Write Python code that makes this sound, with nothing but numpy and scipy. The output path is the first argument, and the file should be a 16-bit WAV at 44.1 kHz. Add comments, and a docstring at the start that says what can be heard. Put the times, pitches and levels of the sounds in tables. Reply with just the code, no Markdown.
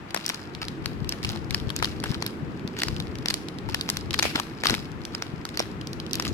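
"""Fingers peel a foil-lined wrapper off a chocolate bar on a cloth, a hand's width from a phone in a small room.
From the start, creases buckle with sharp cracks and short rings, made from shaped noise around a sudden step.
Between them come faint foil ticks, showers of tiny crackles and, from about one second, sine-wave bumps on the cloth.
After four seconds a foil flap slides free, made of dense random slips through a resonance; more snaps follow.
Throughout, filtered noise gives dull rubbing, a low fan-like rush and a soft hiss, and the room briefly echoes."""
import sys
import numpy as np
from scipy import signal
from scipy.fft import rfft, irfft
from scipy.io import wavfile
from scipy.ndimage import uniform_filter1d

SR = 44100
rng = np.random.default_rng(int(sys.argv[2]) if len(sys.argv) > 2 else 0)


def dump(signal):
    """Clip the signal to [-1, 1] and save it as 16-bit WAV at the path in sys.argv[1]."""
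    limited = np.clip(np.atleast_2d(signal).T, -1, 1)
    pcm = np.round(limited * 32767).astype(np.int16)
    wavfile.write(sys.argv[1], SR, pcm)


N = 279153
TIME = np.arange(N) / SR  # seconds

# loud creases snapping through, level before left-right placing: start_s, energy_db, crack_hz, ring_hz
SNAPS = [(0.146, 4.5, 900, 7600), (0.1635, -2.5, 600, 5460), (0.1742, -4.5, 1560, 2290),
         (0.2634, 2.5, 6300, 5560), (0.2802, -4, 2620, 5710), (0.292, 2, 5030, 8100),
         (0.2984, 1.5, 1670, 5650), (0.302, -3, 990, 2230), (0.345, -6, 3110, 4580),
         (0.859, 1.5, 2170, 4550), (1.0926, 2.5, 5700, 5500), (1.1237, -1.0, 2230, 5200),
         (1.2484, 2, 2200, 2870), (1.318, -15, 9000, 12000), (1.5083, -2.5, 4000, 2170),
         (1.5461, 5, 2060, 5050), (1.7032, -3, 1680, 3130), (1.764, 3.5, 4800, 6600),
         (1.8262, 5, 1510, 1260), (1.835, -5.5, 1800, 3400), (1.8456, 4.5, 2400, 3460),
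         (1.8553, -4.5, 2000, 4670), (2.0396, 1.5, 1340, 9200), (2.2245, 0, 1110, 4600),
         (2.2646, 0.5, 2410, 12000), (2.7892, -3.5, 1850, 6750), (2.8195, 3, 1650, 2090),
         (2.8344, 6, 3960, 1980), (2.8843, -1.5, 1700, 4800), (3.002, -4, 1650, 3650),
         (3.259, 1.5, 2040, 4870), (3.2847, 4, 2380, 4600), (3.3077, 0.5, 1730, 4500),
         (3.3415, 4.5, 3400, 6600), (3.6895, -7.5, 710, 825), (3.7459, 6.0, 3500, 1730),
         (3.8114, 1, 2960, 3920), (3.8906, 3.0, 2560, 1900), (3.9007, 6.5, 4040, 6600),
         (3.9702, 1, 3670, 5560), (4.1432, 4, 2200, 1970), (4.1906, 5.5, 2200, 4240),
         (4.195, 7.5, 1430, 4400), (4.2261, 7.5, 2620, 2170), (4.2297, 7.5, 1840, 6500),
         (4.2534, 0.5, 603, 2320), (4.358, 4, 1440, 1400), (4.399, 3.5, 3390, 1140),
         (4.6371, 3.5, 1310, 1980), (4.6482, -5, 1300, 2020), (4.6567, 8, 1690, 1170),
         (4.6697, 9, 2850, 3620), (4.6981, 6, 2030, 4100), (4.7073, 2, 1700, 6220),
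         (4.7414, 1.5, 1550, 2300), (4.75, -2.5, 2620, 3420), (5.1495, -1.5, 1560, 5100),
         (5.2233, 0.5, 1390, 5370), (5.4528, -3, 3390, 1380), (5.5738, 0.5, 2850, 4730),
         (5.5948, 4.5, 2040, 5600), (5.6022, 2.5, 520, 5400), (6.1327, 3.5, 5870, 5650),
         (6.155, 0.5, 5710, 5960), (6.1986, 3, 1320, 5500), (6.2242, -3.5, 2020, 5960),
         (6.2516, -1.5, 2620, 3030)]
# patches of film crushed or dragged in one go, levels relative to each other: start_s, length_s, level_db, centre_hz
CRUSHES = [(0.61, 0.039, -36.5, 1970), (1.221, 0.17, -42.5, 2050), (2.036, 0.13, -41, 1970),
           (2.762, 0.071, -41.5, 2400), (3.299, 0.015, -29.5, 2660), (4.347, 0.048, -32.5, 1500),
           (4.634, 0.11, -34, 1460), (6.25, 0.046, -36.5, 3220)]
# faint ticks of the loose foil lining as it settles: start_s, energy_db
TICKS = [(0.1076, -12.5), (0.5503, -10), (0.652, -15), (0.6838, -5.5), (1.046, -15.5), (1.2301, -10),
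         (1.239, -10), (1.301, -10), (1.3606, -14), (1.6005, -12.5), (1.693, -11), (1.7906, -11),
         (2.0016, -12.5), (2.1051, -14), (2.145, -6), (2.5956, -21.5), (2.6767, -10.5), (2.798, -11),
         (2.8044, -12), (2.965, -9.5), (3.071, -18.5), (3.155, -12), (3.1864, -16), (3.4858, -9.5),
         (3.5865, -13.5), (3.698, -11), (4.1084, -2), (4.1318, -7), (4.1396, -3.5), (4.918, -20.5),
         (5.0175, -21), (5.0524, -5.5), (5.4906, -10.5), (5.5476, -16), (5.625, -13), (5.8134, -11.5),
         (5.8723, -9), (5.932, -10), (6.001, -7.5), (6.0653, -12), (6.111, -12.5), (6.1427, -5.5)]
# soft knocks of bar and fingers: start_s, level_db, pitch_hz
BUMPS = [(1.019, -7.5, 136), (2.103, -5, 144), (2.43, -12, 151), (2.649, -11, 189), (2.927, -11.5, 120),
         (3.679, -13, 127), (4.354, -10.5, 280), (4.707, -11, 305), (4.721, -13, 249), (4.73, -10, 265),
         (5.337, -12.5, 163), (5.594, -18, 312)]
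# rise and fall of hands shifting the bar on the cloth, relative: time_s, level_db
RUBBING = [(0.0, -46), (0.23, -56), (1.0, -33), (1.22, -41), (1.25, -31), (1.37, -38), (1.5, -34.5),
           (2.13, -36), (2.34, -54), (2.43, -36.5), (2.84, -54.5), (2.87, -33.5), (3.56, -49), (3.67, -31),
           (3.84, -45.5), (4.09, -34), (4.5, -49.5), (4.74, -36.5), (5.1, -45.5), (6.26, -41), (6.33, -31)]
# tone colour of the left microphone port: pitch_hz, gain_db
LEFT_PORT = [(100, 7.5), (400, 0), (700, 5), (2000, 0.5), (3300, 0.5), (4400, 0), (7700, -5), (8700, -7.5),
             (10500, -0.5), (15000, -8)]
# tone colour of the right microphone port: pitch_hz, gain_db
RIGHT_PORT = [(400, 8), (750, 3.5), (1300, -6.5), (2000, -8), (3000, -4), (4400, 3), (5700, -1),
              (6600, -9.5), (7800, -4.5), (9000, -13.5), (12000, -4), (15000, -11.5)]
# tone colour of the room's low rush, relative: pitch_hz, gain_db
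RUSH = [(25, -19), (58, -8.5), (150, 3.5), (240, 2.5), (305, 1), (330, 4.5), (355, 0), (450, -4.5),
        (600, -16), (1200, -58)]
# slow swelling and sinking of the rush: time_s, level_db
SWELL = [(0, -46.5), (.8, -39), (2.5, -36.5), (5.4, -41), (6.33, -36)]
# tone colour of the room's broad hiss, relative: pitch_hz, gain_db
HISS = [(300, -10), (750, 4), (1400, 6.5), (2500, 1.5), (4400, -13.5), (7600, -14.5), (9000, -20),
        (15000, -27)]

FACET_HZ = 3000  # pitch of a middling facet, a small flat piece of film between creases
LEAD_S = 0.003  # time kept for creeping before a crease snaps
LAG_S = 0.00014  # usual extra delay of wrapper sounds at the right port
# the crack is broad; the ring is narrow and a little weaker
CRACK_Q, RING_Q, RING_DB = 0.62, 7.5, -1.5
# the sliding flap: at SLIDE_DECAY_S after its start the fade has reached half
SLIDE_S, SLIDE_DB, SLIDE_DECAY_S, SLIDE_HZ = 4.234, -23, 0.04, 2400
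# bumps at this pitch reach both ports alike; deeper ones are weaker at the right port
BUMP_EVEN_HZ, BUMP_LEFT_DB_PER_OCTAVE = 310, 15
TOP_HZ = 15900  # upper edge of the sound the phone keeps


def amp(db):
    """Turn decibels into a gain."""
    return 10 ** (np.asarray(db) / 20)


def unit(x):
    """Scale to an average (rms) level of 1."""
    return x / np.sqrt(np.mean(x ** 2))


def unit_energy(x):
    """Scale so that the squared samples add up to 1."""
    return x / np.sqrt(np.sum(x ** 2))


def walk(rate):
    """Wander between random values, with rate new values a second and a spread near 1."""
    knots = rng.standard_normal(2048)
    return np.interp(TIME * rate, np.arange(len(knots)), knots)


def colour(x, points, size=4096):
    """Filter to the gains in (Hz, dB) points, with no sound ahead of its cause (minimum phase)."""
    hz, db = np.transpose(points)
    bin_hz = np.arange(size // 2 + 1) * SR / size
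    gain_db = np.interp(np.log(bin_hz + 1), np.log(hz), db)
    cepstrum = irfft(np.log(amp(gain_db)))
    # fold the backward half onto the forward half
    cepstrum[1:size // 2] *= 2
    cepstrum[size // 2 + 1:] = 0
    response = irfft(np.exp(rfft(cepstrum)))
    return signal.fftconvolve(x, response)[:N]


def resonate(x, hz, q):
    """Boost one pitch region relative to the rest; a higher q makes it narrower and ring longer."""
    w = 2 * np.pi * hz / SR
    a = np.sin(w) / (2 * q)
    return signal.lfilter([a, 0, -a], [1 + a, -2 * np.cos(w), 1 - a], x)


def add(track, start, sound):
    """Mix a sound into a track at a time in seconds."""
    i = int(np.clip(start * SR, 0, N - 1))
    track[i:i + len(sound)] += sound[:N - i]


def snaps(pan_db=6.0, left_db=3, settle_s=1.0, aside=0.72):
    """Loud creases: each facet faces its own way, and the wrapper drifts from the left to the middle."""
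    out = np.zeros((2, N))
    chances = rng.uniform(-1, 1, (len(SNAPS), 2))
    for (s, db, hz, ring_hz), (facing, place) in zip(SNAPS, chances):
        left = snap(hz, ring_hz)
        # the right port hears a partly different version of the same snap
        right = unit_energy(left + aside * snap(hz, ring_hz))
        pan = pan_db * facing + left_db * np.exp(-s / settle_s)
        lag = LAG_S * (1 + place / 2)
        add(out[0], s - LEAD_S, left * amp(db + pan / 2))
        add(out[1], s - LEAD_S + lag, right * amp(db - pan / 2))
    return out


def snap(hz, ring_hz):
    """A broad crack and the short ring of the facet that flipped, with energy 1."""
    crack = buckle(hz, CRACK_Q)
    ring = amp(RING_DB) * buckle(ring_hz, RING_Q)
    return unit_energy(crack + ring)


def buckle(hz, q, creep=0.55, creep_s=0.00053, slip=0.3, slip_s=0.0008, flutter=0.13, flutter_s=0.0016,
           even=0.36, leak=0.28, quicker=0.45, size=800):
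    """A crease flips: tiny slips gather, a sharp step comes after LEAD_S, then the sheet flutters. Energy 1."""
    # small, high facets flip faster than large, low ones
    t = (np.arange(size) / SR - LEAD_S) * (hz / FACET_HZ) ** quicker
    before = creep * np.exp(-abs(t) / creep_s)
    after = slip * np.exp(-abs(t) / slip_s) + flutter * np.exp(-abs(t) / flutter_s)
    push = rng.standard_normal(size) * np.where(t < 0, before, after)
    push[int(LEAD_S * SR)] += 1
    # partly flatten the push over frequency, so the facet decides more of the colour
    spectrum = rfft(push)
    spectrum = spectrum / uniform_filter1d(abs(spectrum), size=7) ** even
    # long waves leak around a small facet instead of radiating
    wave = 1j * np.arange(len(spectrum)) * SR / size
    radiated = irfft(spectrum * wave / (wave + leak * hz))
    return unit_energy(resonate(radiated, hz, q))


def crushes(crush_db=4, per_s=420, octaves=1.0, spread_db=4, q=1.46, fade_db=-7):
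    """Dense avalanches of creases that ease off as the film gives."""
    out = np.zeros((2, N))
    usual_db = np.mean([row[2] for row in CRUSHES])
    for s, length, db, hz in CRUSHES:
        n = int(length * SR)
        # a harder crush sets off more creases
        rate = np.full(n, per_s * amp(db - usual_db))
        grains = shower(rate, hz, octaves, spread_db, q)
        fade = fade_db * np.linspace(-0.5, 0.5, n)
        grains = grains * signal.windows.tukey(n, 0.2) * amp(db + crush_db + fade)
        for track, sound in zip(out, grains):
            add(track, s, sound)
    return out


def slide(q=6.5, scrape_db=-4, scrape_q=0.3, spread_db=2.5, per_s=1100):
    """Dense, uneven slips scrape the foil and keep the loose flap ringing while it slows and fades."""
    t = np.maximum(TIME - SLIDE_S, 0)
    sizes = amp(spread_db * np.minimum(rng.exponential(size=(2, N)), 4))
    slipping = rng.random((2, N)) < per_s / SR
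    slips = sizes * rng.choice([-1, 1], (2, N)) * slipping
    ringing = unit(resonate(slips, SLIDE_HZ, q))
    scrape = amp(scrape_db) * unit(resonate(slips, SLIDE_HZ, scrape_q))
    rise = 1 - np.exp(-t / LEAD_S)  # silent until SLIDE_S
    fade = 1 / (1 + (t / SLIDE_DECAY_S) ** 2)
    return unit(ringing + scrape) * amp(SLIDE_DB) * rise * fade


def ticks(hz=3600, q=1.6):
    """Each tick is one small facet of foil, of a slightly different size every time."""
    out = np.zeros((2, N))
    for (s, db), octave in zip(TICKS, rng.uniform(-0.5, 0.5, len(TICKS))):
        for track, lag in zip(out, (0, LAG_S)):
            add(track, s - LEAD_S + lag, buckle(hz * 2 ** octave, q) * amp(db))
    return out


def crackle(crackle_db=-49.0, per_s=90, hz=2700, octaves=1, spread_db=2.0, q=3.0,
            follow=0.235, rest=0.12, build_s=0.022, relax_s=0.05):
    """Stray ticks grow thicker and louder as film strain builds before a snap, then relax after it."""
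    t = TIME[::100]  # strain changes slowly, so a coarse clock will do
    strain = np.zeros(len(t))
    for s, db, _, _ in SNAPS:
        distance = np.maximum((s - t) / build_s, (t - s) / relax_s)
        strain += amp(follow * db) * np.exp(-distance)
    strain = rest + np.interp(TIME, t, strain / strain.mean())
    grains = shower(per_s * np.sqrt(strain), hz, octaves, spread_db, q, count=14)
    return grains * np.sqrt(strain) * amp(crackle_db)


def shower(per_s, hz, octaves, spread_db, q, count=6):
    """Random tiny creases, most weak and a few strong, on facets around hz; per_s is the rate at each sample."""
    n = len(per_s)
    out = np.zeros((2, n))
    lead, lag = int(LEAD_S * SR), int(LAG_S * SR)
    for facet_hz in hz * 2 ** np.linspace(-octaves, octaves, count):
        sizes = amp(spread_db * np.minimum(rng.exponential(size=n), 4))
        flips = rng.random(n) < per_s / SR / count
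        clicks = flips * sizes * rng.choice([-1, 1], n)
        left = buckle(facet_hz, q)
        right = (left + buckle(facet_hz, q)) / np.sqrt(2)
        # start reading late, so each snap (not its creep) falls on its click
        out[0] += signal.oaconvolve(clicks, left)[lead:lead + n]
        out[1] += signal.oaconvolve(clicks, right)[lead - lag:lead - lag + n]
    return unit(out + 1e-12)  # the tiny offset avoids dividing by zero


def bumps(cycles=0.55, size=3000):
    """Knocks through the cloth die away within a couple of cycles; the deepest stay at the left port."""
    out = np.zeros((2, N))
    t = np.arange(size) / SR
    for s, db, hz in BUMPS:
        envelope = np.exp(-t * hz / cycles) * 2 * (1 - np.exp(-2 * t * hz))
        thud = amp(db) * np.sin(2 * np.pi * hz * t) * envelope
        right_db = BUMP_LEFT_DB_PER_OCTAVE * np.log2(hz / BUMP_EVEN_HZ)
        add(out[0], s, thud)
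        add(out[1], s, thud * amp(right_db))
    return out


def handling(rub_db=4, right_db=-20, rub_hz=92, q=0.71, jerk_db=3, jerk_rate=50):
    """Hands and bar rub unevenly: dull, jerky noise, mostly at the nearer left port."""
    noise = rng.standard_normal((2, N))
    rub = resonate(resonate(noise, rub_hz, q), rub_hz, q)
    jerky = unit(rub * amp(jerk_db * walk(jerk_rate)))
    level_db = rub_db + np.interp(TIME, *np.transpose(RUBBING))
    return jerky * amp(level_db) * amp([[0], [right_db]])


def spill(spill_db=-2, sheet_hz=2900, sheet_q=0.7):
    """What the snaps send into the room: the broad colour of the whole sheet."""
    out = np.zeros(N)
    for s, db, _, _ in SNAPS:
        add(out, s - LEAD_S, buckle(sheet_hz, sheet_q) * amp(db + spill_db))
    return out


def room(x, wet_db=-12, t60_low=0.3, t60_high=0.45, build_s=0.0012, early_db=-17, early_s=0.00082):
    """Quick reflections from hands and table, plus a diffuse tail whose treble lasts longer than its low part."""
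    t = np.arange(SR) / SR
    low_pass = signal.butter(2, 4000, fs=SR, output="sos")
    high_pass = signal.butter(2, 4000, "high", fs=SR, output="sos")
    low = signal.sosfilt(low_pass, rng.standard_normal((2, SR)))
    high = signal.sosfilt(high_pass, rng.standard_normal((2, SR)))
    # t60 is the time in seconds to fall by 60 dB
    tail = low * 1e-3 ** (t / t60_low) + high * 1e-3 ** (t / t60_high)
    tail = tail * (1 - np.exp(-t / build_s))
    early = rng.standard_normal((2, SR)) * np.exp(-t / early_s) * (1 - np.exp(-2 * t / early_s))
    response = (amp(wet_db) * unit(tail) + amp(early_db) * unit(early)) / np.sqrt(SR)
    return signal.fftconvolve(x, response, axes=1)[:, :N]


def rush(apart_db=-14, right_db=2):
    """Low fan-like rush: coloured noise, nearly alike at both ports, swelling and sinking slowly."""
    shared = unit(colour(rng.standard_normal(N), RUSH))
    apart = amp(apart_db) * unit(colour(rng.standard_normal(N), RUSH))
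    level = amp(np.interp(TIME, *np.transpose(SWELL)))
    air = np.array([shared + apart, shared - apart]) * level
    return air * amp([[0], [right_db]])


def hiss(hiss_db=-45.5):
    """Soft broad air noise: steady coloured noise, different at each port."""
    air = [unit(colour(rng.standard_normal(N), HISS)) for _ in range(2)]
    return np.array(air) * amp(hiss_db)


def scene():
    """The wrapper in its room, heard through two ports, over the low sounds."""
    rustle = crushes() + slide() + ticks() + crackle()
    echoes = room(spill() + rustle)
    left, right = snaps() + rustle + echoes + hiss()
    ports = np.array([colour(left, LEFT_PORT), colour(right, RIGHT_PORT)])
    return ports + bumps() + handling() + rush()


def record(dry):
    """The phone rounds the tallest peaks (tanh) and cuts the treble above TOP_HZ."""
    rounded = np.tanh(dry)
    low_pass = signal.ellip(8, 0.2, 70, TOP_HZ, fs=SR, output="sos")
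    return signal.sosfilt(low_pass, rounded)


dry = scene()
out = record(dry)
dump(out)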